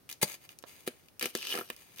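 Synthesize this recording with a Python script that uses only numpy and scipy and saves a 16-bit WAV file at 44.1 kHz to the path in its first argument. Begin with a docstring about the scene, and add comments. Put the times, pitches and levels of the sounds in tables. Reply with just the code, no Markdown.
"""Splitting a melon over a bowl

A knife is levered through a firm melon, close to a stereo microphone in a quiet room. The rind
splits once, loudly; then the flesh gives way in sharp cracks that thump the hollow fruit. Between
them wet fibres tear, the blade slides and squeaks, and one dull knock comes from the bowl."""
import sys
import numpy as np
from scipy import signal
from scipy.fft import rfft, irfft
from scipy.io import wavfile

SR = 44100
rng = np.random.default_rng(int(sys.argv[2]) if len(sys.argv) > 2 else 0)


def master_out(mix):
    """Clip the mix to full scale and print it as 16-bit PCM to the path in sys.argv[1]."""
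    frames = np.transpose(np.atleast_2d(mix))
    ceiling = np.clip(frames, -1, 1)
    pcm = np.round(ceiling * 32767).astype(np.int16)
    wavfile.write(sys.argv[1], SR, pcm)


N = 88200
T = np.arange(N) / SR


def split():
    """An avalanche of ruptures runs along the rind, sets the shell booming and briefly squeals."""
    # spectrum of the bursting rind: frequency_hz, level_db
    rind_colour = [(290, -6), (500, -2), (851, -2), (1300, -13), (1850, -3.5), (2200, 3.5), (2750, -8),
                   (4300, -4), (4620, -3), (5130, -12), (6550, -2.5), (7340, -3.5), (8850, 0),
                   (10800, -3.5), (15500, -6)]
    # modes of the still closed melon: pitch_hz, level_db, t60_s
    shell_modes = [(143, 2.5, 0.048), (195, 0.5, 0.065), (430, 2, 0.03), (592, -6.5, 0.07),
                   (853, -1.5, 0.032)]
    give_s, burst_s, hold_s, run_s, release_s = 0.2141, 0.2258, 0.0057, 0.013, 0.005
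    give_db, burst_db, drop_db, fade_db_per_s = -32.5, -20, -9, 267
    boom_s, boom_db, squeal_s, squeal_db = 0.2303, -25, 0.2385, -39.5
    # the rind starts to give, bursts, and the break runs out
    run_age = T - burst_s - hold_s
    running = undb(burst_db + drop_db - fade_db_per_s * np.clip(run_age, 0, run_s))
    running *= np.exp(-np.maximum(run_age - run_s, 0) / release_s)
    force = np.select([T < give_s, T < burst_s, run_age < 0], [0, undb(give_db), undb(burst_db)], running)
    out = unit(colour(grains(per_s=9000, spread_db=1), rind_colour)) * force
    t = T[:8192]
    add(out, boom_s, undb(boom_db) * unit_onset(-ring(shell_modes, t), samples=350))
    add(out, squeal_s, undb(squeal_db) * unit_onset(ring([(4626, 0, 0.031)], t), samples=350))
    return out


def cracks():
    """Large fractures of rind and flesh, each also thumping the hollow fruit."""
    # fractures: start_s, snap_db, ring_db, pitch_hz, thud_db
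    breaks = [(0.2189, -51, -35.5, 2430, -55), (0.2305, -24, -29.5, 3630, -37),
              (0.8763, -30, -33.5, 1840, -30.5), (1.2118, -38, -32, 2620, -49),
              (1.2178, -43, -36, 2180, -49), (1.2261, -27.5, -28, 2240, -44.5),
              (1.23, -33.5, -39.5, 2510, -37), (1.2425, -37, -32, 2280, -39.5),
              (1.2571, -28.5, -30, 2330, -35), (1.3515, -27, -32.5, 2080, -32),
              (1.5253, -44, -56, 2900, -49), (1.5407, -44, -37, 2000, -40),
              (1.5528, -35, -36.5, 2000, -36.5), (1.563, -48, -37.5, 1370, -44),
              (1.5752, -35.5, -36.5, 1460, -41), (1.588, -34.5, -37.5, 1630, -36.5),
              (1.6113, -47.5, -36, 1350, -41), (1.7011, -35, -35.5, 1300, -40),
              (1.7026, -53, -34.5, 2430, -47), (1.9945, -42.5, -37.5, 2670, -53.5)]
    # modes of the held melon: pitch_hz, level_db, t60_s
    melon_modes = [(239.3, -0.5, 0.087), (377, 13, 0.024), (472, 1.5, 0.048), (585, -1.5, 0.04),
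                   (1030, -6, 0.0065)]
    push_s, thud_trim_db = 0.00059, -1.5
    out, t = fractures([row[:-1] for row in breaks]), T[:4096]
    for start_s, *_, thud_db in breaks:
        body = -ring(melon_modes, t, detune=0.012 * rng.standard_normal())
        thud = cut(body * (1 - np.exp(-t / push_s)), 72, "high", order=1)
        add(out, start_s, undb(thud_db + thud_trim_db) * unit_onset(thud, samples=350))
    return out


def fractures(rows):
    """Each fracture is a bright snap, and the gap it opens rings for a few cycles."""
    # spectrum of a snap: frequency_hz, level_db
    snap_colour = [(2800, -13.5), (4400, -1), (5500, -1.5), (6500, 2.5), (8000, -0.5), (9800, 1.5),
                   (11000, -2.5), (12800, 3.5), (15500, -3)]
    snap_decay_s, snap_trim_db = 0.0008, 1
    ring_decay_s, ring_trim_db = 0.00086, -1
    snaps, gaps, t = np.zeros((2, N)), np.zeros((2, N)), T[:4096]
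    for start_s, snap_db, ring_db, pitch_hz in rows:
        puff = stereo_noise(len(t)) * np.exp(-t / ring_decay_s)
        gap = signal.lfilter(*signal.iirpeak(pitch_hz, Q=2.94, fs=SR), puff)
        gap = cut(cut(gap, 580, "high"), 4450, "low", order=4)
        snap = stereo_noise(len(t)) * np.exp(-t / snap_decay_s)
        add(snaps, start_s, undb(snap_db + snap_trim_db) * unit_onset(snap, samples=120))
        add(gaps, start_s, undb(ring_db + ring_trim_db) * unit_onset(gap, samples=120))
    return colour(snaps, snap_colour) + gaps


def ticks():
    """Single wet fibres snap, too light to thump the fruit, each at a slightly different pitch."""
    # fibre snaps: start_s, snap_db, ring_db
    fibres = [(0.0917, -42, -43.5), (0.099, -39, -42), (0.1133, -36, -48), (0.127, -37, -46),
              (0.491, -48, -45), (0.588, -45.5, -56.5), (0.6261, -51, -57), (0.8834, -40, -41),
              (1.085, -57, -55), (1.1955, -34, -41.5), (1.3616, -42, -41), (1.374, -37.5, -47),
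              (1.383, -48, -48), (1.401, -49, -50), (1.4134, -55, -49), (1.4271, -42, -40.5),
              (1.441, -48, -42), (1.4518, -42.5, -42), (1.4699, -36.5, -34), (1.764, -45.5, -54),
              (1.961, -49.5, -60), (1.973, -52, -55), (1.985, -43, -47)]
    pitch_hz = 2780
    return fractures([(*row, pitch_hz * undb(rng.uniform(-1, 1))) for row in fibres])


def tearing():
    """Crisp fibres part in a dense crackle as the cut is prised open."""
    # course of the tear: time_s, mids_db, treble_db
    levels = [(1.21, -47, -51), (1.24, -42, -43.5), (1.266, -44, -43), (1.28, -55, -46), (1.305, -57, -49),
              (1.322, -75, -73), (1.349, -58, -55), (1.36, -45, -49), (1.395, -48.5, -50.5),
              (1.44, -42.5, -50), (1.528, -41, -38.5), (1.555, -50, -42.5), (1.612, -58, -43),
              (1.635, -66, -54), (1.70, -57.5, -58)]
    # spectrum of parting fibres: frequency_hz, level_db
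    fibre_colour = [(120, -45), (200, -12), (400, -1), (800, -12.5), (1350, -11), (2150, -13.5), (2600, 3),
                    (3130, 2), (3600, -3.5), (5100, -2.5), (6500, -4), (7300, -10), (9300, -6),
                    (11000, -15), (12000, -1.5), (15500, -15.5)]
    fibres = colour(grains(per_s=6000, spread_db=1.2) * bundles(), fibre_colour)
    mids = undb(-0.4) * unit(cut(fibres, 6200, "low", order=4))
    treble = undb(-3) * unit(cut(fibres, 8070, "high", order=4))
    return mids * curve(levels, column=1) + treble * curve(levels, column=2)


def bundles():
    """Fibres let go in uneven bundles: each starts sharply and dies back to a steady tearing."""
    per_s, decay_s, steady = 170, 0.0018, 0.36
    wait, size = rng.uniform(size=(N // 100, 2)).T
    starts = np.cumsum((0.5 + wait) / per_s)
    latest = np.maximum(np.searchsorted(starts, T) - 1, 0)
    return unit(steady + (0.5 + size[latest]) * np.exp(-np.abs(T - starts[latest]) / decay_s))


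def sliding():
    """The blade rasps through wet flesh: a soft rub when light, a bright fizz when pushed."""
    # strokes of the blade: start_s, length_s, start_db, end_db
    strokes = [(0.089, 0.052, -44, -54.5), (0.268, 0.081, -41.5, -46), (0.401, 0.055, -58.5, -55),
               (0.498, 0.033, -47.5, -58), (0.66, 0.19, -50.5, -57.5), (0.863, 0.019, -33, -58),
               (0.88, 0.18, -63, -63), (1.718, 0.047, -45.5, -64.5), (1.767, 0.062, -56, -53.5),
               (1.836, 0.11, -61.5, -57), (1.962, 0.021, -56, -47.5)]
    # spectrum of the wet rasp: frequency_hz, level_db
    rasp_colour = [(180, -6), (300, -6.5), (610, -6.5), (1550, -12.5), (2200, 0.5), (3100, -4.5),
                   (4300, -8.5), (4850, -5), (5700, -13), (6550, -0.5), (7400, -9), (8990, -3.5),
                   (11100, -11), (11900, -1.5), (15500, -8)]
    flicker_db, bright_at_db = 2.2, -47
    grip = undb(flicker_db * unit(cut(rng.standard_normal(N), 160, "low")))
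    fizz = unit(colour(grains(per_s=9000, spread_db=2.5) * grip, rasp_colour))
    rub = cut(fizz, 3300, "low", order=1)
    force = sum(stroke(*row) for row in strokes)
    brightness = (force / undb(bright_at_db)) ** 0.25
    return undb(-1) * force * (rub + (fizz - rub) * brightness)


def squeaks():
    """The blade sticks and slips on the rind, and each slip rings briefly."""
    # slips: start_s, level_db
    slips = [(1.4945, -45), (1.5022, -35.5), (1.5185, -33), (1.525, -29), (1.5315, -34.5)]
    pitch_hz, t60_s = 3004, 0.014
    out = np.zeros((2, N))
    for start_s, level_db in slips:
        squeak = ring([(pitch_hz, 0, t60_s)], T[:2048], detune=0.032 * rng.standard_normal())
        add(out, start_s, undb(level_db) * unit_onset(squeak, samples=120))
    return out


def ripping():
    """Coarse fibres part deep in the fruit and sound hollow through the gaping cut."""
    # rips: start_s, length_s, start_db, end_db
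    rips = [(1.222, 0.053, -51, -52.5), (1.533, 0.064, -42, -41)]
    # spectrum heard through the gap: frequency_hz, level_db
    hollow_colour = [(200, -18), (370, -10.5), (750, -2.5), (950, -16), (1150, -6), (1500, -17.5),
                     (2500, -8), (5000, -27.5)]
    fibres = unit(colour(grains(per_s=1000, spread_db=1), hollow_colour))
    return fibres * sum(stroke(*row) for row in rips)


def knock():
    """Fruit or handle bumps the bowl once, dully, to the right of the microphone."""
    # modes of the bump: pitch_hz, level_db, t60_s
    bump_modes = [(660, 4.5, 0.019), (1130, 5.5, 0.0041), (1380, 13.5, 0.0031), (3650, 11, 0.0014)]
    start_s, level_db, right_over_left_db = 0.6392, -50, 18.5
    pan = undb(np.array([[-0.5], [0.5]]) * right_over_left_db)
    out = np.zeros((2, N))
    add(out, start_s, undb(level_db) * unit_onset(ring(bump_modes, T[:4096]), samples=350) * pan)
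    return out


def microphone_ports(sound):
    """Close up, each port hears its own colour of the fruit, the right one slightly late."""
    # balance between the ports: frequency_hz, left_minus_right_db
    balance = [(110, 4), (200, 1.5), (380, 0), (700, -5.5), (1290, 7), (2380, -2), (4400, 2), (8120, 5.5),
               (15000, 1.5)]
    lag_s = 0.00005
    left = colour(sound[0], [(hz, db / 2) for hz, db in balance])
    right = colour(sound[1], [(hz, -db / 2) for hz, db in balance])
    return np.array([left, np.roll(right, int(lag_s * SR))])


def reflections(sound, level_db, t60_s, delay_s, top_hz):
    """A diffuse tail of echoes, different at each port."""
    t = T[:N // 3]
    tail = cut(stereo_noise(len(t)), top_hz, "low", order=1)
    tail *= undb(-60 * t / t60_s) * (t > delay_s)
    tail /= np.sqrt(np.mean(np.sum(tail ** 2, axis=1)))
    return undb(level_db) * signal.fftconvolve(sound, tail, axes=1)[:, :N]


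def room_tone():
    """The faint, low hush of the quiet room."""
    # spectrum of the hush: frequency_hz, level_db
    air_colour = [(25, -20), (60, -9), (100, -3.5), (170, -6), (350, -7.5), (1000, -17.5),
                  (3000, -24), (15500, -24.5)]
    air = stereo_noise(N) + 1.37 * rng.standard_normal((2, N))
    return undb(-63.5) * unit(colour(air, air_colour))


def stereo_noise(samples):
    """Noise at the two ports: alike in the bass, partly unrelated above."""
    mid, side = rng.standard_normal((2, samples))
    return mid + 0.79 * cut(side, 555, "high", order=4) * np.array([[1], [-1]])


def grains(per_s, spread_db):
    """Tiny ruptures at random moments, a few larger than the rest."""
    size = undb(spread_db * np.minimum(rng.exponential(size=N), 4))
    return stereo_noise(N) * size * (rng.random(N) < per_s / SR)


def ring(modes, t, detune=0):
    """Decaying modes after a short push."""
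    return sum(undb(db - 60 * t / t60_s) * np.sin(2 * np.pi * hz * (1 + detune) * t)
               for hz, db, t60_s in modes)


def stroke(start_s, length_s, start_db, end_db):
    """Quick attack, a steady swell or fade, then release."""
    attack_s, release_s = 0.0058, 0.012
    age = np.maximum(T - start_s, 0)
    hold = undb(start_db + (end_db - start_db) * np.minimum(age / length_s, 1))
    return hold * (1 - np.exp(-age / attack_s)) * np.exp(-np.maximum(age - length_s, 0) / release_s)


def curve(rows, column):
    """Gain over time from a column of dB points, silent outside them."""
    rows = np.array(rows)
    return undb(np.interp(T, rows[:, 0], rows[:, column], left=-120, right=-120))


def colour(x, points):
    """Shape a spectrum by (Hz, dB) points, rolling off below the first."""
    hz, db = np.array(points).T
    bins_hz = np.maximum(np.fft.rfftfreq(N, 1 / SR), 1)
    gain = undb(np.interp(np.log(bins_hz), np.log(hz), db))
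    return irfft(rfft(x) * gain * np.minimum(bins_hz / hz[0], 1) ** 2, N)


def cut(x, hz, kind, order=2):
    """Low-pass or high-pass."""
    return signal.sosfilt(signal.butter(order, hz, kind, fs=SR, output="sos"), x)


def add(out, start_s, sound):
    """Mix a sound in at a time."""
    i = int(start_s * SR)
    out[:, i:i + sound.shape[-1]] += sound[..., :N - i]


def undb(db):
    """Decibels to gain."""
    return 10 ** (np.asarray(db) / 20)


def unit(x):
    """Scale to rms 1."""
    return x / np.sqrt(np.mean(x ** 2))


def unit_onset(x, samples):
    """Scale so that the first samples have rms 1."""
    return x / np.sqrt(np.mean(x[..., :samples] ** 2))


def scene():
    """The melon close to the microphone, echoes from hands and bowl, then the walls and room tone."""
    melon = cracks() + ticks() + split() + knock() + squeaks() + tearing() + sliding() + ripping()
    direct = microphone_ports(cut(melon, 185, "high"))  # a small fruit radiates little bass
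    bowl = reflections(cut(direct, 460, "high"), level_db=-6.5, t60_s=0.039, delay_s=0.001, top_hz=11800)
    walls = reflections(cut(direct, 640, "high", order=1),
                        level_db=-17.5, t60_s=0.27, delay_s=0.011, top_hz=8800)
    return direct + bowl + walls + room_tone()


def record(dry):
    """The microphone housing takes a narrow dip out of the treble and the recorder cuts the top."""
    dip_hz, dip_db, top_hz = 7460, -7.5, 15900
    notched = signal.lfilter(*signal.iirnotch(dip_hz, Q=5.1, fs=SR), dry)
    heard = notched + undb(dip_db) * (dry - notched)
    return signal.sosfilt(signal.ellip(8, 0.2, 80, top_hz, fs=SR, output="sos"), heard)


dry = scene()
out = record(dry)
master_out(out)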